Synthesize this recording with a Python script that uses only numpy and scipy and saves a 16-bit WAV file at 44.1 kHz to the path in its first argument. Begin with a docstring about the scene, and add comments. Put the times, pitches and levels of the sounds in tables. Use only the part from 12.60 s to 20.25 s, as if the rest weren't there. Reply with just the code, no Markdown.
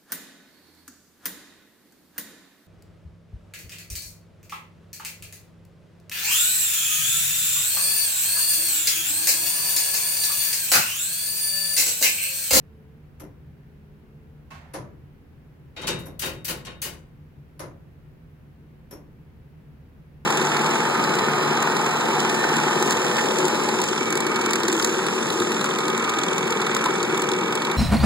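"""A tower clock runs in its wooden room. From the start there is a low rumble and a thin hiss,
and a faint, far drone swells twice. The clock beats slowly as two steel stops (pallets) catch a wheel
in turn: a light tick, then, just after a lever slips with a double click, a heavier tock.
From about 3.2 s levers trip and clunk down, and iron catches snap, drop and bounce on the ringing frame.
After that the tock and tick go on alone. Every knock spreads through the frame and the boards."""
import sys
import numpy as np
from scipy import signal
from scipy.fft import rfft, irfft, next_fast_len
from scipy.io import wavfile
from scipy.ndimage import map_coordinates

SR = 44100
rng = np.random.default_rng(int(sys.argv[2]) if len(sys.argv) > 2 else 0)


def pcm_store(signal):
    """Save signal as 16-bit PCM."""
    levels = np.round(np.clip(np.atleast_2d(signal), -1, 1) * 32767)
    wavfile.write(sys.argv[1], SR, levels.astype(np.int16).T)


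N = 337365
HIT_SAMPLES = 36000
HIT_T, HIT_HZ = np.arange(HIT_SAMPLES) / SR, np.fft.rfftfreq(HIT_SAMPLES, 1 / SR)


def amp(db):
    """Turn decibels into a gain."""
    return 10 ** (np.asarray(db) / 20)


def unit(x):
    """Scale to an average (rms) size of 1."""
    return x / np.sqrt(np.mean(x ** 2) + 1e-20)


def along(points, hz):
    """Read a table of (frequency, value) between its rows, on a log scale."""
    f, v = np.transpose(points)
    return np.interp(np.log(hz + 1), np.log(f + 1), v)


def add(track, s, sound):
    """Mix a stereo sound into the track at s seconds."""
    part = track[:, round(s * SR):][:, :sound.shape[1]]
    part += sound[:, :part.shape[1]]


def panned(db):
    """Left and right gains at constant power; positive dB leans left."""
    pair = amp(np.array([np.atleast_1d(db), -np.atleast_1d(db)]) / 2)
    return pair / np.sqrt(np.mean(pair ** 2, axis=0))


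def wander(position, points):
    """A smooth curve through random points, one per step of position."""
    return map_coordinates(rng.standard_normal(points), [position], mode="wrap")


def noise(gain, alike, size):
    """Stereo noise with a gain per frequency; a likeness of 1 is the same in both ears."""
    turn = np.arccos(np.clip(along(alike, np.fft.rfftfreq(size, 1 / SR)), -1, 1)) / 2
    mid, side = rfft(rng.standard_normal((2, size))) * [np.cos(turn), np.sin(turn)]
    return irfft(np.array([mid + side, mid - side]) * gain, size)


# tone of the rumble and of the hiss: f/Hz, relative level/dB
RUMBLE_TONE = [(12, -40.5), (20, -10.5), (76, -4), (89, -2), (112, -11.5), (129, -4.5), (151, -1.5),
               (174, -12.5), (248, -10.5), (270, -15), (303, -13.5), (330, -19), (359, -17.5), (439, -18.5),
               (600, -33), (780, -59), (1320, -120)]
HISS_TONE = [(290, -32.5), (500, -2.5), (570, -7), (906, -9), (1230, -12.5), (1530, -11.5), (2730, -17.5),
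             (3440, -23), (7980, -34), (15100, -27.5), (16000, -28)]
# notes at which the room booms: f/Hz, width/Hz, level/dB
ROOM_BOOMS = [(74.7, 9.5, -58), (128.1, 14, -61.5), (149.4, 15, -54), (165.5, 12, -63), (216.8, 9.8, -66.5),
              (368.2, 17.5, -71.5)]
# how alike the background is in both ears: f/Hz, likeness
BACKGROUND_ALIKE = [(60, 0.92), (180, 0.89), (550, 0.37), (1650, 0.054), (4970, -0.000029), (15000, -0.085)]
def background():
    """Rumble from outside booms in the room, under a thin hiss."""
    size = next_fast_len(N)
    hz = np.fft.rfftfreq(size, 1 / SR)
    steady = lambda gain: unit(noise(gain, BACKGROUND_ALIKE, size)[:, :N])
    peak = lambda centre_hz, width_hz: 1 / (1 + (2 * (hz - centre_hz) / width_hz) ** 2)
    rumble = amp(-50) * steady(amp(along(RUMBLE_TONE, hz)))
    hiss = amp(-63) * steady(amp(along(HISS_TONE, hz)))
    booms = sum(amp(db) * steady(peak(centre, width)) for centre, width, db in ROOM_BOOMS)
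    return rumble + hiss + booms


# swells of the drone: t/s, length/s, starting f/Hz, octave level/dB, main note level/dB
DRONE_SWELLS = [(0, 0.453, 217.5, -57.5, -62), (0.854, 1.1, 203.8, -61, -55.5)]
def drone(climb_hz_per_s=19, waver_hz=4.4):
    """A far engine, perhaps: a wavering note and its octave grow, climb in pitch and fade."""
    t, track = np.arange(N) / SR, np.zeros(N)
    for s, length, hz, octave_db, note_db in DRONE_SWELLS:
        pitch = hz + climb_hz_per_s * (t - s) + waver_hz * wander(t * 30, 512)
        phase = 2 * np.pi * np.cumsum(pitch) / SR
        swell = np.sqrt(np.abs(np.sin(np.pi * np.clip((t - s) / length, 0, 1))))
        track += swell * (amp(note_db) * np.sin(phase) + amp(octave_db) * np.sin(2 * phase))
    return track


# time a knock takes to fill frame and room, before scaling by slowness: f/Hz, rise/s
ROOM_RISE = [(100, 0.05), (450, 0.013), (1500, 0.003), (4000, 0.00164), (10000, 0.0021)]
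# time it takes to fade by 60 dB, before scaling by sustain: f/Hz, fade/s
ROOM_FADE = [(70, 1.72), (170, 0.73), (450, 0.48), (1500, 0.39), (4000, 0.26), (8000, 0.23), (15000, 0.17)]
# how alike a knock is in both ears: f/Hz, likeness
KNOCK_ALIKE = [(100, 0.9), (450, 0.66), (1000, 0.15), (2500, 0.12), (12000, -0.074)]
# which way it leans: f/Hz, left over right/dB
KNOCK_LEAN = [(100, 0.5), (500, 2.5), (1200, -2), (3000, 5), (7000, 4), (14000, 5.5)]
def knock(gain, sustain, crack_db, slowness):
    """A sharp crack, then a wash of sound that builds up and dies away, the bass slowest."""
    burst = noise(gain * panned(along(KNOCK_LEAN, HIT_HZ)), KNOCK_ALIKE, HIT_SAMPLES)
    hz, t, bands = signal.stft(burst, SR, nperseg=256)
    rise = 1 - np.exp(-t / (slowness * along(ROOM_RISE, hz))[:, None])
    fall = amp(-60 * t / (sustain * along(ROOM_FADE, hz))[:, None])
    wash = signal.istft(bands * rise * fall, SR, nperseg=256)[1][:, :HIT_SAMPLES]
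    # the first echoes arrive one by one, then merge into a smooth tail
    echoes = amp(2.2 * wander(HIT_T * 280, 256).clip(-2, 2) * np.exp(-HIT_T / .08))
    crack = np.diff(burst, prepend=0) * np.exp(-HIT_T / .0016)
    return wash * echoes + amp(crack_db) * crack


def ring(notes, attack_s):
    """Struck metal rings with fading notes; the high ones reach the two ears out of step."""
    hz, db, fade_s = np.transpose(notes)
    scatter_db = 1.5 * rng.standard_normal((2, len(hz)))
    strength = amp(db + scatter_db) * panned(along(KNOCK_LEAN, hz))
    apart = np.arccos(along(KNOCK_ALIKE, hz)) * rng.choice([-1, 1], len(hz))
    phase = np.exp(1j * (2 * np.pi * rng.random(len(hz)) + np.outer([0, 1], apart)))
    waves = np.exp(np.outer(2j * np.pi * hz - np.log(1000) / fade_s, HIT_T))
    # a weaker note close by makes each one throb
    waves *= 1 + .5 * np.exp(2j * np.pi * np.outer(rng.uniform(-22, 22, len(hz)), HIT_T))
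    return ((strength * phase) @ waves).real * (1 - np.exp(-HIT_T / attack_s))


def ripple(spacing_hz, depth_db):
    """Random peaks and dips in an iron part's tone, deeper towards the treble."""
    shape = wander(HIT_HZ / spacing_hz, 4096).clip(-2, 1.5)
    return unit(amp(depth_db * shape * HIT_HZ / (HIT_HZ + 2500)))


def voice(tone, peaks):
    """A struck part's gain per frequency: broad tone, peaks and dips, and a fine ripple."""
    bumps = sum(db * np.exp(-2 * ((HIT_HZ - centre) / width) ** 2) for centre, width, db in peaks)
    return unit(amp(along(tone, HIT_HZ) + bumps) * ripple(spacing_hz=50, depth_db=3))


# peaks and dips in the tone of the frame near the pallets: f/Hz, width/Hz, level/dB
FRAME_PEAKS = [(235, 50, -4), (305, 55, 4), (400, 30, 2), (465, 40, -3), (545, 45, 5), (595, 35, 3),
               (830, 50, -3), (1000, 55, 4), (1790, 50, 3), (2100, 130, 3)]
def struck_steel(hits, tone, notes, sustain, crack_db, slowness, attack_s):
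    """One steel part knocks and rings, in the same voice each time; a sharper hit has more treble."""
    track = np.zeros((2, N))
    gain = voice(tone, FRAME_PEAKS)
    treble = 1 - 1 / (1 + (HIT_HZ / 10500) ** 8)
    for s, db, ring_db, treble_db in hits:
        blow = knock(gain * amp(treble_db * treble), sustain, crack_db, slowness)
        add(track, s, amp(db) * (blow + amp(ring_db) * ring(notes, attack_s)))
    return track


# hits on the lighter pallet: t/s, level/dB, ring/dB, treble/dB
TICK_HITS = [(0.597, -36.5, -13, -2), (3.456, -36, -13, 1), (6.309, -35.5, 3.5, 0)]
# its tone: f/Hz, relative level/dB
TICK_TONE = [(50, -1), (150, 2.5), (370, 3), (600, -3), (800, -4.5), (1700, -14.5), (3500, -22.5),
             (4900, -25), (5700, -17.5), (7600, -24), (9200, -23), (11200, -10.5), (13000, -12),
             (15500, -38.5)]
# its ringing notes: f/Hz, relative level/dB, fade/s
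TICK_NOTES = [(5410, -17, .2), (5475, -14, .24), (5560, -20, .16), (6460, -23, .24), (9900, -24, .18),
              (11320, -17, .19), (11590, -22, .18), (13850, -27, .18)]
def ticks():
    """The lighter pallet stops the wheel and rings high."""
    return struck_steel(TICK_HITS, TICK_TONE, TICK_NOTES,
                        sustain=.9, crack_db=-9.5, slowness=1.12, attack_s=.016)


# clicks of the slipping lever: t/s, level/dB, ring/dB, treble/dB
SLIP_HITS = [(1.905, -47, 5, 2), (1.914, -46, 5, 5)]
# their tone: f/Hz, relative level/dB
SLIP_TONE = [(100, -19.5), (500, -10), (780, 3.5), (1050, -3.5), (1400, -1), (2400, -4), (3300, -8),
             (6000, -14.5), (9000, -23), (15000, -30)]
# their ringing notes: f/Hz, relative level/dB, fade/s
SLIP_NOTES = [(775, -28, .35), (900, -15, .25), (1093, -4.5, 0.34), (2650, -8, 0.18)]
def lever_slip():
    """A lever slips with a light double click, further to the right."""
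    return panned(db=-5) * struck_steel(SLIP_HITS, SLIP_TONE, SLIP_NOTES,
                                        sustain=2.2, crack_db=2, slowness=.4, attack_s=.0039)


# hits on the heavier pallet: t/s, level/dB, ring/dB, treble/dB
TOCK_HITS = [(2.136, -29, 2, 1), (4.993, -31, -0.58, 4.7)]
# its tone: f/Hz, relative level/dB
TOCK_TONE = [(50, -7.5), (150, 8), (220, -3), (330, 2.5), (550, -0.5), (780, -4.5), (1030, -3.5),
             (1300, -7), (1800, -10.5), (3000, -19.5), (5800, -14.5), (8200, -24.5), (10300, -12.5),
             (16000, -39.5)]
# its ringing notes: f/Hz, relative level/dB, fade/s
TOCK_NOTES = [(305, -13, .35), (500, -15, .28), (545, -10, .3), (595, -13, .3), (1000, -15, .25),
              (1669, -23, .36), (5717, -24, .18), (6492, -25, .28), (9964, -24, .16), (10350, -22, .17),
              (13650, -28, .2)]
def tocks():
    """The heavier pallet stops the wheel, louder and with lower notes."""
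    return struck_steel(TOCK_HITS, TOCK_TONE, TOCK_NOTES,
                        sustain=1, crack_db=-6.5, slowness=1.4, attack_s=.014)


# tone of iron on iron: f/Hz, relative level/dB
IRON_TONE = [(35, 1), (75, 5.5), (110, 4), (150, 11.5), (230, 6), (350, 8), (520, 6.5), (700, 0),
             (1000, 0.5), (2000, -2), (3000, 0), (4700, -4.5), (7300, -7), (15500, -5.5)]
# peaks and dips of the levers and their wooden stand: f/Hz, width/Hz, level/dB
LEVER_PEAKS = [(270, 40, -3), (375, 50, 2), (445, 40, -3), (525, 60, 4), (790, 60, -4), (865, 40, 4),
               (1090, 70, 5), (1165, 50, -4), (1470, 90, 3), (1920, 90, 3), (2140, 70, 4), (2270, 110, -3),
               (2920, 160, 5), (3400, 200, -4), (4330, 200, 3), (4830, 160, 4), (5650, 130, 4),
               (6400, 250, 3), (7130, 130, 5)]
# ringing notes of the clock frame: f/Hz, relative level/dB, fade/s
FRAME_NOTES = [(856, -3, .33), (1453, -7, .45), (2371, -6, .35), (2466, -4, .35), (2706, -5, .42),
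               (2894, -3, .35), (3015, -7, .25), (3144, -3, .33), (3625, -5, .33), (3765, 3.5, .44),
               (3869, -5, .36), (4420, -9, .35), (5650, -7, .18), (6924, -13, .25), (7130, -5, .12)]
def iron_hit(kind, load_db=0, frame_db=0):
    """Iron hits iron; a load behind the blow adds thud and rings the frame harder."""
    thud_db, bright_db, sustain, ring_db, top_hz = kind
    low = 1 / (1 + (HIT_HZ / 1100) ** 2)  # driven by the weight of the blow
    high = 1 - 1 / (1 + (HIT_HZ / 6000) ** 4)  # reached only by a hard edge
    spot = ripple(spacing_hz=90, depth_db=4.7)  # each spot has a tone of its own
    force = amp((thud_db + load_db) * low + bright_db * high) / np.sqrt(1 + (HIT_HZ / top_hz) ** 8)
    blow = knock(voice(IRON_TONE, LEVER_PEAKS) * spot * force, sustain, crack_db=-7, slowness=.78)
    return blow + amp(ring_db + load_db + frame_db) * ring(FRAME_NOTES, attack_s=.011)


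# ways iron meets iron: thud/dB, brightness/dB, sustain factor, frame ring/dB, top f/Hz
LEVER_DRAG = (-2, -19.5, 2.5, -12, 12000)
LEVER_EDGE = (-9.5, 1.5, 1.07, -21.5, 10005.5)
LEVER_WEIGHT = (1.5, -27, 1.07, -12.5, 10011)
CATCH_SNAP = (-23.5, 3.5, 1.28, -32.5, 19009)
CATCH_LANDING = (-3, 3, 0.97, -25.5, 19002)
LIGHT_TOUCH = (5, 8, 1.05, -41, 19000)
# a lever lands edge first, then its weight: t/s, edge level/dB, delay/s, weight level/dB, load/dB
LEVER_DROPS = [(3.214, -36.5, .011, -29.5, 1), (3.270, -18, .013, -26, 3.5),
               (3.618, -22.5, .014, -23, -2.5), (4.049, -34.5, 0.018, -31.5, -2.5)]
# a catch slips off its tooth and lands: t/s, snap level/dB, fall/s, landing level/dB, frame ring/dB
CATCH_DROPS = [(3.593, -26, 0.053, -29, 5.5), (3.846, -25.5, 0.034, -24, -1),
               (4.217, -23, .026, -30.5, -20)]
# loose parts clink after the heavy blows: t/s, level/dB
LOOSE_CLINKS = [(3.389, -46.5), (3.73, -51), (3.97, -52.5)]
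def levers(trip_s=3.163, trip_db=-30, bounce_s=.014, bounce_loss_db=1):
    """A lever drags free and clunks down; catches snap off, land and bounce once; loose parts clink."""
    track = np.zeros((2, N))
    add(track, trip_s, amp(trip_db) * iron_hit(LEVER_DRAG))
    for s, edge_db, delay, weight_db, load_db in LEVER_DROPS:
        add(track, s, amp(edge_db) * iron_hit(LEVER_EDGE))
        add(track, s + delay, amp(weight_db) * iron_hit(LEVER_WEIGHT, load_db))
    for s, snap_db, fall, landing_db, frame_db in CATCH_DROPS:
        add(track, s, amp(snap_db) * iron_hit(CATCH_SNAP))
        add(track, s + fall, amp(landing_db) * iron_hit(CATCH_LANDING, frame_db=frame_db))
        bounce = amp(landing_db - bounce_loss_db) * iron_hit(CATCH_LANDING, frame_db=frame_db)
        add(track, s + fall + bounce_s, bounce)
    for s, db in LOOSE_CLINKS:
        add(track, s, amp(db) * iron_hit(LIGHT_TOUCH))
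    return track


def scene():
    """The clock's beats and levers, over the background and the drone."""
    return ticks() + tocks() + lever_slip() + levers() + background() + drone()


def record(dry, bottom_hz=29, top_hz=16150):
    """The microphone loses the deepest bass and the highest treble."""
    size = next_fast_len(N + SR // 2)
    hz = np.fft.rfftfreq(size, 1 / SR)
    ratio = 1j * hz / bottom_hz
    low_cut = ratio ** 2 / (1 + np.sqrt(2) * ratio + ratio ** 2)
    high_cut = np.clip((top_hz - hz) / 500 + .5, 0, 1) ** 2
    return irfft(rfft(dry, size) * low_cut * high_cut, size)[:, :N]


dry = scene()
out = record(dry)
pcm_store(out)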